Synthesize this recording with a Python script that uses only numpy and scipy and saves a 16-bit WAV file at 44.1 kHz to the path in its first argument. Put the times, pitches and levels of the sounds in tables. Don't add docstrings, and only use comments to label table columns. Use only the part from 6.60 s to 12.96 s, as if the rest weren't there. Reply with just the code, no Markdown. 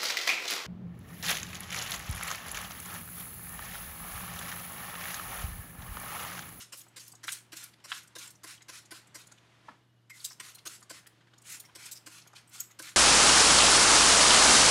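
import sys
import numpy as np
from scipy import signal
from scipy.fft import rfft, irfft, next_fast_len
from scipy.io import wavfile
from scipy.ndimage import uniform_filter1d, map_coordinates

SR = 44100
rng = np.random.default_rng(int(sys.argv[2]) if len(sys.argv) > 2 else 0)


def int16_out(signal):
    q = np.round(np.clip(np.atleast_2d(signal).T, -1, 1) * 32767)
    wavfile.write(sys.argv[1], SR, q.astype(np.int16))


def linear_from_db(decibels):
    return 10 ** (np.asarray(decibels, float) / 20)


N = 280476
TOP_HZ = 16050
BURST = 4096

# pitch_hz, level_db
ROOM_AIR = [(15, -73), (25, -39), (81, -13), (103, -13), (119, -16), (147, -6.5), (229, -11.5), (258, -15),
            (312, -9.5), (444, -17.5), (1910, -25.5), (2540, -33), (2930, -31), (3140, -26), (7000, -43),
            (9100, -65), (15400, -120)]
AIR_DB, AIR_FOLLOWS = -68.5, 0.45
# pitch_hz, level_db
FAN_WHINE = [(2780, -34), (2900, -1), (3030, -27)]
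# pitch_hz, level_db
MIC_HISS = [(2000, 1), (4000, -1), (9000, -4.5), (13500, -5), (14800, -11), (15300, -24)]
HUM_HZ = 117.6
# pitch_hz, time_to_fall_60_db_s
ECHO_TIMES = [(300, 0.28), (2000, 0.28), (10000, 0.27)]

# time_s, level_db
ARM_STIR = [(0, -70), (1, -70), (2, -71.5), (2.599, -65.5), (2.8, -67.5), (2.95, -68), (3.1, -63),
            (3.2, -71), (3.3, -80), (3.5, -79), (3.8, -68.5), (4.5, -69.5), (4.7, -72.5), (4.85, -68),
            (5.1, -66.5), (5.7, -68.5), (6.101, -69), (6.36, -66.5)]
# pitch_hz, level_db
CLOTH_COLOUR = [(300, -15.5), (800, -4), (1500, -3.5), (3000, -6.5), (6000, -14.5), (10000, -23),
                (14500, -40), (15200, -50)]

# start_s, peak_db, pitch_hz
BOTTLE_KNOCKS = [(0.266, -48.5, 970), (0.537, -50, 940), (2.008, -47.5, 1990), (2.715, -49.5, 1420),
                 (3.709, -46.5, 1250), (3.974, -51, 980), (4.221, -47.5, 1210), (4.462, -47.5, 1880),
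                 (4.608, -55.5, 2000), (4.672, -55, 1710), (4.735, -50.5, 1220), (5.04, -49.5, 1090),
                 (5.088, -53, 1500), (5.666, -49, 1200), (5.734, -45, 1010), (5.773, -49, 1040),
                 (5.949, -46.5, 1420), (6.105, -53, 2020)]
KNOCK_S_PER_KHZ, KNOCK_OCTAVES = 0.0085, 0.91
# start_s, peak_db, pitch_hz, length_s, width_octaves
HARD_BLOWS = [
    (.683, -28.5, 1660, 0.012, 0.62),
    (.683, -28, 3350, 0.01, .55),
    (1.3195, -28.5, 1370, .009, 0.57),
    (1.3195, -25, 2730, 0.0093, 0.66),
]
# start_s, peak_db, pitch_hz, length_s, width_octaves
HAND_BUMPS = [
    (3.0845, -34, 910, 0.0065, 1),
    (3.087, -32.5, 1335, 0.0064, 0.44),
    (3.092, -45, 330, 0.0067, 0.96),
    (3.104, -48.5, 233, 0.017, 0.81),
    (3.112, -57, 1190, 0.028, 0.55),
]

# start_s, peak_db, pitch_hz, length_s
VALVE_SPITS = [(0.0044, -39, 2960, 0.014), (0.171, -39, 10400, 0.029), (0.204, -42.5, 6700, 0.017),
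               (0.395, -39, 5420, .016), (0.479, -35, 11600, 0.0064), (0.67, -35, 8100, 0.014),
               (0.72, -23.5, 7940, 0.014), (0.965, -32, 7080, 0.012), (1.584, -33.5, 6300, 0.014),
               (1.704, -41.5, 8700, 0.012), (3.6447, -25, 7580, .019), (3.713, -42, 5250, 0.022),
               (3.947, -39.5, 9200, 0.014), (4.0684, -28.5, 6600, 0.014), (4.469, -38.5, 9600, 0.0077),
               (4.897, -37, 8100, 0.011), (4.92, -32.5, 10600, .01), (4.999, -31, 9070, 0.0091),
               (5.049, -46.5, 5550, 0.018), (5.314, -29.5, 7600, 0.021), (5.3545, -40.5, 5340, 0.027),
               (5.674, -41.5, 6500, 0.0062), (5.93, -46, 9250, 0.011), (6.111, -44, 6700, .008)]
VALVE_OCTAVES = 1
# start_s, peak_db, pitch_hz
SPRING_TICKS = [(0.282, -53.5, 7870), (0.5192, -40.5, 8000), (0.552, -44, 6690), (1.036, -31.5, 9550),
                (1.431, -45.5, 8700), (1.475, -46.5, 7540), (1.673, -39, 7500), (1.753, -48.5, 6650),
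                (2.021, -43, 6650), (2.254, -44.5, 6580), (2.471, -49, 7930), (2.67, -44, 7070),
                (2.7178, -41, 6580), (4.227, -42, 6770), (4.7805, -49, 6850), (4.818, -48.5, 8100),
                (5.2567, -32, 8120), (5.6171, -45.5, 5340), (5.731, -50, 6000), (5.875, -51, 8200),
                (5.892, -48, 10500), (6.22, -33.5, 8400)]
SPRING_S, SPRING_OCTAVES = 0.0091, 0.59
# start_s, peak_db, pitch_hz
HINGE_CREAKS = [(1.135, -48, 3430), (1.2, -55.5, 3070), (1.976, -50, 3010), (2.779, -47, 2950),
                (3.085, -49.5, 2560), (4.606, -67, 3300), (3.9845, -40, 4260), (4.671, -57.5, 3240),
                (4.737, -50, 3520), (4.855, -57, 3260), (5.762, -41.5, 4200)]
HINGE_S, HINGE_OCTAVES = 0.0098, 0.99
# start_s, peak_db, pitch_hz
BALL_CHIRPS = [
    (3.501, -38.5, 2200),
    (3.6, -42, 4200),
    (4.204, -49, 9700),
    (3.7, -38, 5370),
    (6.0022, -24.5, 6750),
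    (6.0015, -27, 12800),
]
BALL_S, BALL_OCTAVES = 0.0095, 0.25
# start_s, level_db, start_pitch_hz, end_pitch_hz, time_to_fall_60_db_s
SEAL_SQUEAKS = [
    (3.503, -47, 2150, 2060, .2),
    (3.948, -46, 4200, 4150, .06),
]

# start_s, peak_db, bottle_thump_db, length_s
TRIGGER_CLACKS = [(0.1263, -34.5, -29, 0.019), (0.365, -37.5, -38, 0.024), (0.636, -36.5, -30, 0.021),
                  (0.9236, -37.5, -23, 0.019), (1.2438, -38, -34.5, 0.019), (1.5567, -33.5, -23.5, 0.015),
                  (1.838, -35.5, -24, 0.014), (2.087, -36.5, -23.5, 0.021), (2.312, -35.5, -20.5, 0.017),
                  (2.5482, -37, -23.5, 0.021), (3.5017, -36.5, -66, 0.0072), (3.8024, -29.5, -35, 0.0092),
                  (4.0577, -32, -27, 0.018), (4.2995, -35, -24, 0.02), (5.1543, -37, -26.5, 0.016),
                  (5.465, -36, -25.5, 0.015), (6.1928, -33, -22, 0.014)]
# pitch_hz, level_db
HEAD_COLOUR = [(470, -7.5), (800, -18.5), (1050, -4.5), (3690, -5), (5240, -0.5), (6490, -3.5), (8340, -2),
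               (14700, -13.5), (16000, -31)]
# pitch_hz, width_hz, level_db
BOTTLE_TONES = [(317.7, 26, 5.5), (531, 48, 0.5), (654, 25, -1.5), (1040, 30, 3), (1420, 23, -14),
                (1550, 135, -0.5), (2054, 35, -3.5), (2380, 100, -10)]
TILT_DB, TILT_PER_THUMP = -0.5, -0.014

# start_s, swell_s, hold_s, hiss_db, wet_over_hiss_db
MIST_SQUIRTS = [(-.03, 0.02, .031, -48.5, -1), (0.125, 0.011, 0.06, -55, -8.5),
                (0.387, 0.019, .07, -55, -7), (0.662, 0.028, .062, -47, -1.5),
                (0.931, .046, .06, -51.5, 1.2), (1.259, .068, .055, -50.5, 4.5),
                (1.565, .04, .05, -50, 0.9), (1.853, .028, .04, -52, 3.5), (2.101, .044, .034, -53, 1.9),
                (2.323, .032, 0.02, -55.5, 4), (2.562, 0.028, 0.025, -57, 0.5),
                (3.5, 0.088, 0.089, -56.5, -1), (3.805, .047, .047, -53.5, 1.4),
                (4.08, 0.019, .05, -52.5, -1.5), (4.306, 0.039, .028, -55.5, 3.1),
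                (4.821, 0.1, 0.031, -48, -1.8), (5.155, .067, 0.051, -53, 3.3),
                (5.475, 0.054, 0.056, -54.5, 0.7), (5.744, 0.018, .006, -58.5, 7),
                (5.893, .075, 0.041, -51.5, -1), (6.201, .043, 0.048, -50.5, 3)]
# pitch_hz, level_db
WET_COLOUR = [(600, -26), (1000, -4), (1500, -0.5), (2200, 4.5), (3000, 2), (4500, 2), (7000, -4),
              (12000, -20.5)]
# pitch_hz, level_db
HISS_COLOUR = [(2500, -9.5), (4500, -12.5), (6500, 1.5), (9000, -2.5), (12000, -6.5), (14500, -16),
               (16000, -15)]
# pitch_hz, width_hz, boost_db
NOZZLE_TONES = [(1426, 86, 8.5), (3070, 50, 2), (4180, 100, 2), (5300, 70, 5), (6990, 90, -1),
                (8540, 370, 0.5), (9800, 620, 3)]
SAG_S = 0.22


def unit(x):
    return x / np.sqrt(np.mean(x ** 2, axis=-1, keepdims=True) + 1e-20)


def along(points, hz):
    f, level_db = np.transpose(points)
    return np.interp(np.log(hz + 1), np.log(f + 1), level_db, left=-120, right=-120)


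def wobble(rate):
    knots = rng.standard_normal(int(N * rate / SR) + 4)
    return map_coordinates(knots, [np.arange(N) * rate / SR])


def filtered(x, response):
    m = next_fast_len(x.shape[-1] + 8192)
    spectrum = rfft(x, m) * response(np.fft.rfftfreq(m, 1 / SR))
    return irfft(spectrum, m)[..., :x.shape[-1]]


def resonance(f, centre, width):
    return 1j * f * width / (centre ** 2 - f * f + 1j * f * width)


def rush(spectrum, patchy_db, size=8):
    z = signal.stft(rng.standard_normal(N + 512), nperseg=256)[2]
    field = uniform_filter1d(rng.standard_normal(z.shape), size=2, axis=0)
    field = uniform_filter1d(field, size=size, axis=1)
    patches = signal.istft(z * linear_from_db(patchy_db * field / field.std()), nperseg=256)[1][:N]
    return unit(filtered(patches, lambda hz: linear_from_db(along(spectrum, hz))))


def rattle(length, rise, fall):
    t = np.arange(BURST) / SR
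    held = np.abs(length)[:, None]
    bumps = uniform_filter1d(rng.standard_normal((len(held), BURST)), size=90, axis=1)
    fade_db = 60 * np.clip(t - held, 0, None) / fall + 3 * t / held
    return (1 - np.exp(-t / rise)) ** 2 * linear_from_db(2 * unit(bumps) - fade_db)


def placed(times, bursts):
    starts = np.round(np.asarray(times) * SR).astype(int).clip(0)
    at = starts[:, None] + np.arange(BURST)
    return np.bincount(at.ravel(), bursts.ravel(), N + BURST)[:N]


def stir_db():
    return np.interp(np.arange(N) / SR, *np.transpose(ARM_STIR))


def room_tone():
    phase = 2 * np.pi * np.cumsum(HUM_HZ + 1.57 * wobble(7.1)) / SR
    hum = linear_from_db(-66 + wobble(3.8)) * np.sin(phase)
    stir = uniform_filter1d(stir_db(), size=SR // 4) - stir_db().mean()
    air_db = AIR_DB + AIR_FOLLOWS * stir + 0.2 * wobble(0.88)
    air = linear_from_db(air_db) * rush(ROOM_AIR, patchy_db=0.55)
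    whine = linear_from_db(-87.5) * rush(FAN_WHINE, patchy_db=-4)
    hiss = linear_from_db(-85) * rush(MIC_HISS, patchy_db=-4)
    return hum + whine + air + hiss


def walls(x):
    hz, t, z = signal.stft(rng.standard_normal(SR // 2), SR, nperseg=256)
    t60 = np.interp(hz, *np.transpose(ECHO_TIMES))[:, None]
    tail = signal.istft(z * linear_from_db(-60 * t / t60), SR, nperseg=256)[1]
    return signal.fftconvolve(x, tail / np.linalg.norm(tail))[:N]


def rustle():
    level_db = stir_db() + 1.4 * wobble(19)
    return linear_from_db(level_db) * rush(CLOTH_COLOUR, patchy_db=1.2)


def taps(table, ring_db, ring_hz, rise, fall, crack_db):
    s, db, centre, length, octaves = (c[:, None] for c in np.transpose(table))
    chatter = rng.standard_normal((len(s), BURST))
    spread = rng.uniform(-1.5, 1.5, (len(s), 6)) * (np.arange(6) > 0)
    parts = centre * 2 ** (octaves * spread)
    strengths = [1, 0.6, 0.6, 0.5, 0.5, 0.5]

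    def colour(f):
        broad = np.exp(-0.5 * (np.log2((f + 1) / centre) / octaves) ** 2)
        rings = sum(g * resonance(f, p[:, None], ring_hz) for p, g in zip(parts.T, strengths))
        return broad * (1 + linear_from_db(ring_db) * rings)

    body = unit(filtered(chatter, colour)) * rattle(length[:, 0], rise, fall)
    cycles = np.arange(BURST) / SR * centre - 2
    crack = linear_from_db(crack_db) * np.sin(2 * np.pi * cycles) * np.exp(-2 * cycles ** 2)
    return placed(s[:, 0] - 0.002, linear_from_db(db - 8.5) * (body - crack))


def bottle_contacts():
    light = [(s, db, hz, KNOCK_S_PER_KHZ * hz / 1000, KNOCK_OCTAVES) for s, db, hz in BOTTLE_KNOCKS]
    knocks = taps(light, ring_db=8, ring_hz=120, rise=0.0012, fall=0.04, crack_db=3)
    blows = taps(HARD_BLOWS, ring_db=2, ring_hz=300, rise=0.0005, fall=0.025, crack_db=12)
    bumps = taps(HAND_BUMPS, ring_db=12, ring_hz=90, rise=0.002, fall=0.05, crack_db=2)
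    return knocks + blows + bumps


def pump_ticks():
    valve = [(*row, VALVE_OCTAVES) for row in VALVE_SPITS]
    spring = [(*row, SPRING_S, SPRING_OCTAVES) for row in SPRING_TICKS]
    hinge = [(*row, HINGE_S, HINGE_OCTAVES) for row in HINGE_CREAKS]
    ball = [(*row, BALL_S, BALL_OCTAVES) for row in BALL_CHIRPS]
    parts = valve + spring + hinge + ball
    return taps(parts, ring_db=11, ring_hz=220, rise=0.0018, fall=0.035, crack_db=0)


def squeak():
    s, db, start_hz, end_hz, t60 = (c[:, None] for c in np.transpose(SEAL_SQUEAKS))
    t = np.arange(BURST) / SR
    pitch = end_hz + (start_hz - end_hz) * np.exp(-t / 0.02) + 60 * wobble(300)[:BURST]
    level_db = db - 60 * t / t60 + 2.5 * wobble(200)[:BURST]
    note = np.sin(2 * np.pi * np.cumsum(pitch, axis=1) / SR) * linear_from_db(level_db)
    return placed(s[:, 0], note * signal.windows.tukey(BURST, 0.06))


def clacks():
    s, db, thump_db, length = np.transpose(TRIGGER_CLACKS)
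    tilt_db = TILT_DB + TILT_PER_THUMP * (thump_db - thump_db.mean())
    chatter = rng.standard_normal((len(s), 2, BURST))
    grip = rng.standard_normal((len(s), 40))

    def head(hz):
        uneven_db = 4 * np.array([np.interp(hz, np.linspace(0, TOP_HZ, len(g)), g) for g in grip])
        tilted_db = tilt_db[:, None] * np.log2((hz + 1) / 4000)
        return linear_from_db(along(HEAD_COLOUR, hz) + uneven_db + tilted_db)

    def wall(f):
        return sum((-1) ** k * linear_from_db(d) * resonance(f, c, w) for k, (c, w, d) in enumerate(BOTTLE_TONES))

    plastic = unit(filtered(chatter[:, 0], head)) * rattle(length, rise=0.0036, fall=0.081)
    thump = filtered(chatter[:, 1] * rattle(0.36 * length, rise=0.00068, fall=0.061), wall)
    thump = thump / np.abs(thump).max(axis=1, keepdims=True)
    on_head = placed(s - 0.006, linear_from_db(db - 7)[:, None] * plastic)
    on_wall = placed(s + 0.003006, linear_from_db(db + thump_db + 18)[:, None] * thump)
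    return on_head + on_wall


def droplets(pressure, count, size_db):
    draws = rng.uniform(size=(count, 3))
    at = np.searchsorted(np.cumsum(pressure) / pressure.sum(), draws[:, 0]).clip(0, N - 1)
    pitch_hz = 4000 + 10500 * draws[:, 1:2]
    t = np.arange(BURST) / SR
    pings = np.sin(2 * np.pi * pitch_hz * t) * (1 - np.exp(-t / 0.002)) * np.exp(-t / 0.005)
    strength = pressure[at] * linear_from_db(size_db + 10 * draws[:, 2])
    return placed(at / SR, pings * strength[:, None])


def mist():
    s, swell, hold, hiss_db, over_db = (c[:, None] for c in np.transpose(MIST_SQUIRTS))
    t = np.arange(N) / SR - s
    growth = np.sin(np.pi / 2 * np.clip(t / swell, 0, 1)) ** 2
    pressure = growth * linear_from_db(-60 * np.clip(t - swell - hold, 0, None) / SAG_S)
    wet_level = (linear_from_db(hiss_db + over_db) * pressure).sum(axis=0)
    hiss_level = (linear_from_db(hiss_db) * pressure).sum(axis=0)
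    wet = wet_level * rush(WET_COLOUR, patchy_db=2.6, size=30)
    hiss = hiss_level * rush(HISS_COLOUR, patchy_db=2.8, size=30)
    jet = wet + hiss + droplets(hiss_level, count=450, size_db=-7)
    splutter = linear_from_db(wobble(40) + wobble(170))

    def nozzle(f):
        boost_db = sum(db / (1 + ((f - hz) / w) ** 2) for hz, w, db in NOZZLE_TONES)
        return linear_from_db(boost_db - 1.5)

    return filtered(splutter * jet, nozzle)


def scene():
    hits = clacks() + pump_ticks() + bottle_contacts() + squeak()
    echoes = linear_from_db(-10) * walls(hits)
    return (room_tone() + rustle() + hits + echoes + mist())[None]


def roll_off(x):
    return signal.sosfilt(signal.butter(12, 16450, fs=SR, output="sos"), x)


def record(dry):
    def microphone(hz):
        bass_loss = np.sqrt(1 + (35 / (hz + 1)) ** 4)
        treble_loss = np.sqrt(1 + (hz / 15000) ** 16)
        top_edge = np.clip((TOP_HZ - hz) / 300, 0, 1) ** 2
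        return top_edge / bass_loss / treble_loss

    mix = filtered(dry, microphone)
    return roll_off(mix)


dry = scene()
out = record(dry)
int16_out(out)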